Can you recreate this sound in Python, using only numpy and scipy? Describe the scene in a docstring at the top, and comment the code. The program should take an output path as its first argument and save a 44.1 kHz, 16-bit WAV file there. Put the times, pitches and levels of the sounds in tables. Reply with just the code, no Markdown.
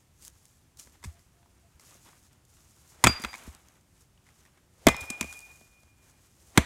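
"""Splitting firewood in the woods

An axe at a chopping block, on one microphone. Each of three chops swishes, cracks the log and thumps
the ground; the first two ring the steel head, and a shed throws that ring back. Split pieces fall and
knock, feet and logs rustle dry leaves, and the wood echoes off nearby trees and a far slope.
Far off, a bird hoots over a low, steady rumble."""
import sys
import numpy as np
from scipy import signal
from scipy.fft import rfft, irfft, next_fast_len
from scipy.io import wavfile
from scipy.ndimage import uniform_filter1d, map_coordinates

SR = 44100
rng = np.random.default_rng(int(sys.argv[2]) if len(sys.argv) > 2 else 0)


def store_wav(level_fs):
    """Save 16-bit WAV to argv[1]."""
    pcm = np.round(np.clip(np.atleast_2d(level_fs), -1, 1) * 32767)
    wavfile.write(sys.argv[1], SR, pcm.T.astype(np.int16))


N = 293265


def amp(db):
    """Decibels to gain."""
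    return 10 ** (np.asarray(db) / 20)


def unit(x):
    """Scale to rms 1."""
    return x / np.sqrt(np.mean(x ** 2) + 1e-20)


def along(points, hz, column=1):
    """Read one column of (Hz, value, ..) points along a log frequency axis."""
    cols = np.transpose(points)
    return np.interp(np.log(hz + 1), np.log(cols[0] + 1), cols[column])


def curves(rows):
    """One value per sample for each column after the time."""
    times, *cols = np.transpose(rows)
    return [np.interp(np.arange(N) / SR, times, col) for col in cols]


def filtered(x, response):
    """Filter x by a response given as a function of frequency."""
    size = next_fast_len(N + SR // 2)
    return irfft(rfft(x, size) * response(np.fft.rfftfreq(size, 1 / SR)), size)[:N]


def coloured(x, response):
    """Filter scaled so that white noise keeps its rms."""
    hz = np.linspace(0, SR / 2, num=4096)
    return filtered(x, response) / np.sqrt(np.mean(np.abs(response(hz)) ** 2))


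def shape(points):
    """Response through (Hz, dB) points."""
    return lambda hz: amp(along(points, hz))


def modes(table):
    """Causal response of a set of resonances, alternating in sign."""
    return lambda hz: sum((-1) ** k * amp(db) * 1j * hz * width / (centre**2 - hz**2 + 1j * hz * width)
                          for k, (centre, width, db) in enumerate(table))


def add(track, start, sound):
    """Mix a sound in at a start time in seconds."""
    part = track[round(start * SR):][:len(sound)]
    part += sound[:len(part)]


def fading(t, t60, rise):
    """Quick rise, then exponential decay."""
    return amp(-60 * t / t60) * (1 - np.exp(-t / rise))


def swell(peak_s, hold, rise, fall):
    """Gain that climbs to 1 at peak_s, holds and sinks; rise and fall are seconds per 30 dB."""
    now = np.arange(N) / SR
    return amp(-30 * np.maximum(0, np.maximum((peak_s - now) / rise, (now - peak_s - hold) / fall)))


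def grainy(share, spread_db, clump_db):
    """Noise with sparse spikes of uneven size, coming in clumps; rms 1."""
    chance, size = rng.random((2, N))
    spikes = (chance < share) * amp(np.minimum(-spread_db * np.log(1 - size), 14))
    knots = rng.standard_normal(N // 1000 + 4)  # 23 ms apart
    clumps = amp(clump_db * map_coordinates(knots, [np.arange(N) / 1000]))
    return unit(clumps * (1 + 8 * uniform_filter1d(spikes, size=20)) * rng.standard_normal(N))


def wood_knocks():
    """At each contact fibres tear, the log resonates with two notes and a soft push moves the block."""
    # Blows and falling pieces. Each row: start in seconds, crack in dB, pitch of the piece in Hz,
    # then low note, high note and block in dB. Levels are relative within a column.
    contacts = [(0.796, -26.5, 1220, -77, -70, -77), (0.8716, -44, 550, -54, -62, -61),
                (1.028, -47, 1030, -51, -55, -76), (1.039, -29, 1155, -40, -46.5, -56),
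                (1.0442, -29, 1060, -41, -50, -55), (1.0491, -31, 1150, -66, -59, -56),
                (1.193, -46.5, 1060, -76, -65, -84), (1.4282, -67, 850, -65, -67, -74),
                (1.459, -64, 955, -57, -74, -80), (1.796, -38, 1080, -64, -56, -81),
                (1.9524, -56, 560, -57, -74, -60), (2.0614, -51, 910, -55.5, -73, -63),
                (2.0874, -45, 880, -58.5, -68, -63), (2.1304, -62, 1090, -53, -83, -87),
                (2.568, -50, 1470, -65, -64.5, -73), (2.92, -62, 890.6, -58, -61, -64.5),
                (3.0398, 1, 1056, -8, -16, -22), (3.0434, -4.5, 1064, -19.5, -15.5, -36.5),
                (3.0509, -25, 1300, -32.5, -18.5, -26), (3.0634, -18, 1400, -19.5, -26, -20),
                (3.0694, -4.5, 1296, -10.5, -9.5, -19), (3.093, -24, 1100, -36.5, -40, -29),
                (3.1974, -32.5, 1320, -65, -63, -43), (3.2376, -24, 970, -32, -31.5, -37.5),
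                (3.2469, -23.5, 1360, -25.5, -29, -39), (3.3308, -41, 1020, -46, -37.5, -75),
                (3.34, -32, 1180, -48, -31.5, -57), (3.349, -42, 1170, -42, -39, -57),
                (3.4739, -47, 627, -78, -69, -42), (4.176, -58.5, 1537, -77, -60, -75),
                (4.2659, -51, 1075, -73, -56.5, -79), (4.2885, -50, 1080, -70, -56, -80),
                (4.4516, -47, 968, -65, -55, -82), (4.461, -50, 964, -67, -57.5, -73.5),
                (4.574, -53.5, 1050, -65, -59.5, -71), (4.8681, -4.5, 692, -8.5, -18.5, -8.5),
                (4.871, -34, 330, -13, -16, -10.5), (4.878, -31, 850, -19.5, -35.5, -18),
                (4.8845, -9.5, 400, -13.5, -19, -18.5), (4.8862, -13, 1650, -29.5, -21, -28),
                (4.9442, -38.5, 950, -35.5, -37, -45), (5.1017, -14, 1330, -49, -31, -36),
                (5.2099, -11, 1287, -38.5, -20, -30.5), (5.2276, -27, 1160, -52, -32, -44),
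                (5.2426, -33, 555, -40.5, -54, -41.5), (5.326, -28.5, 1480, -43, -58, -73.5),
                (5.337, -36, 1750, -73, -46, -72), (5.612, -63, 689, -52, -72, -59.5),
                (5.8325, -48, 681, -60.5, -63, -71), (6.575, -1, 1117, -12.5, -7, -11),
                (6.5779, -17, 1195, -34, -18, -21), (6.5849, -28, 637, -18.5, -41, -21)]
    # Spectrum of tearing fibres. Each row: frequency in Hz, gain in dB.
    fibre_spectrum = [(1470, -30), (2500, -11.5), (3430, -11), (4780, -4.5), (6920, -1), (9270, -4.5),
                      (10300, -9.5), (15200, -19), (16500, -36.5)]
    # Resonances of the log and the chopping block. Each row: centre in Hz, width in Hz, gain in dB.
    log_modes = [(845, 710, 1), (1124, 410, 6), (1629, 220, 1.5), (2140, 320, 3), (2540, 72, 2),
                 (3330, 500, -3)]
    block_modes = [(190.5, 130, -2), (245, 76, 3.5), (370, 53, 2), (670, 31, 4)]
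    tear_t60, rebound_s, rebound_db = 0.013, 0.004, -12.5
    crack, knock, notes, push = np.zeros((4, N))
    t = np.arange(SR // 4) / SR
    tear = fading(t, tear_t60, rise=0.0032) + 0.6 * fading(t, 0.0035, rise=0.0009)  # a sharp snap leads
    drive = fading(t, 1.394 * tear_t60, rise=0.0011)
    shove = fading(t, t60=0.013, rise=0.00058)
    for start, crack_db, hz, low_db, high_db, block_db in contacts:
        for landing, gain in ((start, 1), (start + rebound_s, amp(rebound_db))):  # it lands twice
            crack_noise, log_noise = rng.standard_normal((2, len(t)))
            add(crack, landing, gain * amp(crack_db) * tear * crack_noise)
            add(knock, landing, gain * amp((low_db + high_db) / 2 + 8) * drive * log_noise)
            add(push, landing, -gain * amp(block_db + 20.5) * shove)
        low = amp(low_db + 7) * np.sin(2 * np.pi * hz * t)
        high = amp(high_db + 7) * np.sin(2 * np.pi * 1.9 * hz * t)
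        add(notes, start, fading(t, tear_t60, rise=0.00072) * (low + high))
    log = coloured(crack, shape(fibre_spectrum)) + coloured(knock, modes(log_modes)) + notes
    return log + filtered(push, modes(block_modes))


def ground_thumps():
    """Under a blow or a falling log the soil swings a few times at a low pitch and is soon damped."""
    # Heaves of the ground. Each row: start in seconds, level in dB, pitch in Hz, length in seconds.
    heaves = [(1.055, -32, 125, 0.016), (1.071, -32.5, 77, 0.055), (1.748, -54, 68, 0.039),
              (3.044, -19.5, 115.7, 0.073), (3.056, -27, 70.2, 0.11), (3.252, -39.5, 61.5, 0.06),
              (3.481, -37, 71.6, 0.048), (4.859, -31, 116, 0.028), (4.892, -31.5, 68, 0.076),
              (5.016, -39, 77.4, 0.045), (5.223, -42, 73, 0.092), (6.575, -5.5, 125, 0.016),
              (6.58, -18.5, 70.4, 0.048)]
    out, t = np.zeros(N), np.arange(SR // 2) / SR
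    for start, db, hz, length in heaves:
        envelope = (1 - np.exp(-t / 0.0024)) * np.exp(-3 * (t / length) ** 2)
        add(out, start, amp(db) * envelope * np.sin(2 * np.pi * hz * t))
    return out


def axe_head():
    """The struck steel head rings in four short modes and two long ones."""
    # Short modes of the steel. Each row: pitch in Hz, t60 in seconds.
    short_modes = [(2056, 0.21), (5238, 0.83), (6755, 0.049), (7775, 0.048)]
    # Blows on the head. Each row: start in seconds, then the level of each short mode in dB.
    blows = [(3.07, -67.5, -78.5, -22.5, -19.5), (4.870, -22.5, -46.5, -43.5, -40)]
    # Long modes, of the first chop and the second. Each row: time in seconds, direct rms level in dB.
    high_ring = [(3.077, -33), (3.095, -33.5), (3.15, -38.5), (3.2, -52), (3.3, -53), (3.42, -79)]
    low_ring = [(4.885, -36), (4.9, -32.5), (4.96, -44.5), (5.19, -44.5), (5.519, -58), (5.6, -68.5),
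                (5.8, -70.5), (5.96, -75.5), (6.3, -86)]
    out, t = np.zeros(N), np.arange(SR // 2) / SR
    for start, *levels_db in blows:
        for (hz, t60), db in zip(short_modes, levels_db):
            add(out, start, amp(db) * fading(t, t60, rise=0.0027) * np.sin(2 * np.pi * hz * t))
    return out + moving_ring(high_ring, hz=4795) + moving_ring(low_ring, hz=2436)


def moving_ring(levels, hz):
    """A long mode and its echo off the shed shift in pitch and beat as the head is drawn back."""
    # Travel of the head. Each row: time in seconds, approach to the microphone in metres,
    # extra path of the echo in metres.
    head_path = [(3.095, 0, 0), (3.15, 0, .036), (3.195, 0, .107), (3.27, 0, .179), (3.42, 0, .29),
                 (4.87, 0, .282), (5.19, 0, .634), (5.27, .03, .775), (5.405, .13, 1.057),
                 (5.485, .2, 1.198), (5.54, .29, 1.339), (5.575, .35, 1.48), (5.69, .35, 1.621),
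                 (5.86, .4, 1.762), (5.96, .3, 1.903), (6.3, -.5, 2.25)]
    sound_m_per_s, shed_gain = 343, 0.65
    now = np.arange(N) / SR
    first, last = levels[0][0], levels[-1][0]
    gate = np.interp(now, [first - 0.005, first, last, last + 0.05], [0, 1, 1, 0])
    nearer_m, extra_m = curves(head_path)
    direct = np.sin(2 * np.pi * hz * (now + nearer_m / sound_m_per_s))
    echo = np.sin(2 * np.pi * hz * (now + (nearer_m - extra_m) / sound_m_per_s))
    return np.sqrt(2) * gate * amp(curves(levels)[0]) * (direct + shed_gain * echo)


def swish():
    """Air rushes ever louder round the falling head and stops at the blow."""
    # The moment of each chop in seconds.
    chop_times = [3.04, 4.868, 6.575]
    # Spectrum of the rushing air. Each row: frequency in Hz, gain in dB.
    rush_spectrum = [(150, -29.5), (400, 3), (1500, -7), (4000, -12.5), (9000, -12), (16000, -30)]
    rush = sum(swell(chop, hold=0, rise=0.2, fall=0.01) for chop in chop_times)
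    return amp(-56) * coloured(rush * rng.standard_normal(N), shape(rush_spectrum))


def leaf_litter():
    """Dry litter crunches under feet, logs and chips; single twigs, leaves and splinters snap."""
    # Stirs of the litter. Each row: peak time, hold, rise and fall in seconds,
    # then relative crisp and dull levels in dB.
    rustles = [(0.0, .01, .01, 0.16, -72.5, -76.5), (0.245, 0.026, 0.12, 0.062, -53, -69),
               (0.33, 0.18, 0.16, .5, -68.5, -80.5), (0.792, 0.025, 0.027, 0.15, -51, -63.5),
               (0.93, 0.0076, 0.034, 0.16, -64, -67.5), (1.04, 0.0067, 0.047, 0.38, -60.5, -66),
               (1.55, 0.2, 0.9, .3, -76, -76.5), (1.81, 0.13, 0.025, 0.44, -60, -66.5),
               (2.045, .12, .2, 0.24, -63, -67.5), (2.32, 0.015, 0.054, 0.22, -72, -72.5),
               (2.26, 0.0054, .15, 0.08, -63.5, -74), (2.5, 0.43, 0.062, 0.14, -66, -75),
               (2.916, 0.012, 0.14, 0.1, -64, -68.5), (3.09, 0.0073, .02, 0.11, -47, -49),
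               (3.23, 0.25, 0.64, 0.25, -56.5, -58), (3.6, 0.17, .1, 0.11, -71, -72.5),
               (4.01, 0.012, 0.25, 0.09, -64.5, -71), (4.271, 0.046, 0.15, 0.12, -71, -74),
               (4.357, 0.082, 0.11, 0.11, -69, -76.5), (4.457, 0.037, 0.042, 0.12, -75, -73),
               (4.547, .05, 0.047, 0.24, -79.5, -75), (4.785, .05, 0.15, 0.12, -71, -76),
               (4.89, 0.005, .02, 0.074, -43.5, -44), (5.018, 0.0066, 0.17, 0.27, -51.5, -54),
               (5.1, 0.17, 0.16, 0.19, -76, -58.5), (5.33, 0.0078, .6, 0.38, -53, -61.5),
               (5.467, 0.14, 0.21, 0.34, -61.5, -70.5), (5.72, 0.16, .1, 0.13, -73, -77.5),
               (6.044, .01, 0.17, 0.59, -65, -70), (6.22, .01, 0.048, 1.04, -66, -79.5),
               (6.4, 0.14, .1, 0.24, -66.5, -78), (6.561, 0.037, 0.025, .15, -54, -48.5)]
    # Single snaps. Each row: start in seconds, relative level in dB, t60 in seconds.
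    snaps = [(0.2234, -36, 0.0096), (0.2497, -28, 0.0067), (0.2798, -17.5, 0.003), (0.2994, -44, 0.0082),
             (0.4543, -31.5, 0.0045), (0.7712, -44, 0.025), (0.9223, -47, 0.012), (2.33, -45, .01),
             (2.4503, -51, 0.025), (3.2055, -34, 0.0086), (3.219, -34, 0.049), (3.356, -35, 0.016),
             (3.549, -31.5, 0.0062), (3.685, -43, 0.01), (3.81, -49.5, .008), (3.999, -49, .006),
             (4.305, -49, .008), (4.473, -47, .006), (4.8685, -0.5, 0.0074), (4.8843, -17, .008),
             (4.9655, -26, 0.011), (5.008, -32, 0.048), (5.036, -42, 0.016), (5.103, -27, 0.0058),
             (5.391, -32, 0.012), (5.4044, -30.5, 0.0061), (5.5572, -47.5, 0.026)]
    # Spectra of the crisp and the dull crunch. Each row: frequency in Hz, gain in dB.
    crisp_spectrum = [(1470, -21), (2500, -13), (4180, -7), (6760, 0.5), (10600, -6), (11800, -6),
                      (15500, -16), (16100, -18), (16500, -31)]
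    dull_spectrum = [(150, -32.5), (250, -3), (323, -5.5), (462, -8.5), (1140, -5), (2890, -11),
                     (4000, -14.5), (5200, -47.5), (8800, -120)]
    crisp_power, dull_power = sum((swell(*row[:4]) * amp(row[4:])[:, None]) ** 2 for row in rustles)
    crisp = np.sqrt(crisp_power) * grainy(share=0.009, spread_db=5.5, clump_db=1.5)
    t = np.arange(SR // 10) / SR
    for start, db, t60 in snaps:
        add(crisp, start, amp(db - 5.5) * fading(t, t60, rise=0.00042) * rng.standard_normal(len(t)))
    dull = amp(2.5) * np.sqrt(dull_power) * grainy(share=0.0086, spread_db=1.5, clump_db=3.0)
    return coloured(crisp, shape(crisp_spectrum)) + coloured(dull, shape(dull_spectrum))


def trunk_scatter(x, bands, delay_frames):
    """Trunks scatter sound back as noise: each band's power arrives late and dies at its own speed."""
    framing = dict(fs=SR, nperseg=256, noverlap=192)  # frames 1.45 ms apart
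    hz, times, spectrum = signal.stft(x, **framing)
    band_gain = amp(along(bands, hz, column=2))
    power = uniform_filter1d(np.abs(spectrum) ** 2, size=3, axis=0) * band_gain[:, None] ** 2
    kept_per_frame = amp(-120 * times[1] / along(bands, hz))
    tail = np.array([signal.lfilter([*np.zeros(delay_frames), 1 - kept], [1, -kept], band)
                     for kept, band in zip(kept_per_frame, power)])
    noise = signal.stft(rng.standard_normal(N), **framing)[2]
    noise /= np.sqrt(np.mean(np.abs(noise) ** 2))
    return signal.istft(np.sqrt(np.abs(tail)) * noise, **framing)[1][:N]


def forest_echo(x):
    """The nearby trees answer almost at once, the far slope later."""
    # Echoes of the trees and the slope. Each row: frequency in Hz, t60 in seconds, relative gain in dB.
    near_trees = [(60, .4, 2.5), (250, 0.1, -3.5), (800, 0.25, -0.5), (1490, 0.57, 0), (2310, 0.26, 4),
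                  (3770, 0.55, -1), (7000, 0.23, 1.5), (14000, 0.31, -4)]
    far_slope = [(200, 0.63, -45.5), (509, 0.5, -14.5), (754, 1.9, -6.5), (1054, 0.76, -12),
                 (1490, 0.6, -11.5), (2520, 0.96, -9.5), (4036, .7, -23.5), (9000, 0.58, -41.5)]
    near = trunk_scatter(x, near_trees, delay_frames=3)
    far = trunk_scatter(x, far_slope, delay_frames=60)
    return amp(-17) * (near + far)


def far_bird():
    """Three soft, low hoots, far from the microphone."""
    # The bird's call. Each row: start in seconds, length in seconds, pitch in Hz, peak level in dB.
    hoots = [(1.095, .11, 688, -68), (1.332, 0.18, 696, -71), (1.622, 0.065, 683, -67)]
    out = np.zeros(N)
    for start, length, hz, db in hoots:
        t = np.arange(round(length * SR)) / SR
        add(out, start, amp(db) * np.sin(np.pi * t / length) * np.sin(2 * np.pi * hz * t))
    return out


def forest_air():
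    """Steady rumble and faint hiss of the woods."""
    # Spectrum of the ambience. Each row: frequency in Hz, gain in dB.
    air_spectrum = [(13, -35), (22, -17), (68, 1.5), (130, -5), (259, -14), (361, -15.5), (450, -20.5),
                    (3220, -29), (3910, -31), (6260, -29), (8490, -29.5), (15200, -37.5), (16500, -51.5)]
    return amp(-63.5) * unit(filtered(rng.standard_normal(N), shape(air_spectrum)))


def scene():
    """The chopping and its echoes over litter, bird and air, in mono."""
    wood = wood_knocks()
    chopping = wood + forest_echo(wood) + ground_thumps() + axe_head() + swish()
    return (chopping + leaf_litter() + far_bird() + forest_air())[None]


def record(dry):
    """The recorder rounds off the loudest peaks and cuts the highest treble."""
    ceiling, rolloff_hz, cutoff_hz = 0.99, 15800, 17000
    saturated = dry[0] / (1 + np.abs(dry[0] / ceiling) ** 6) ** (1 / 6)
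    return filtered(saturated, lambda hz: amp(-np.maximum(hz - rolloff_hz, 0) / 30) * (hz < cutoff_hz))[None]


dry = scene()
out = record(dry)
store_wav(out)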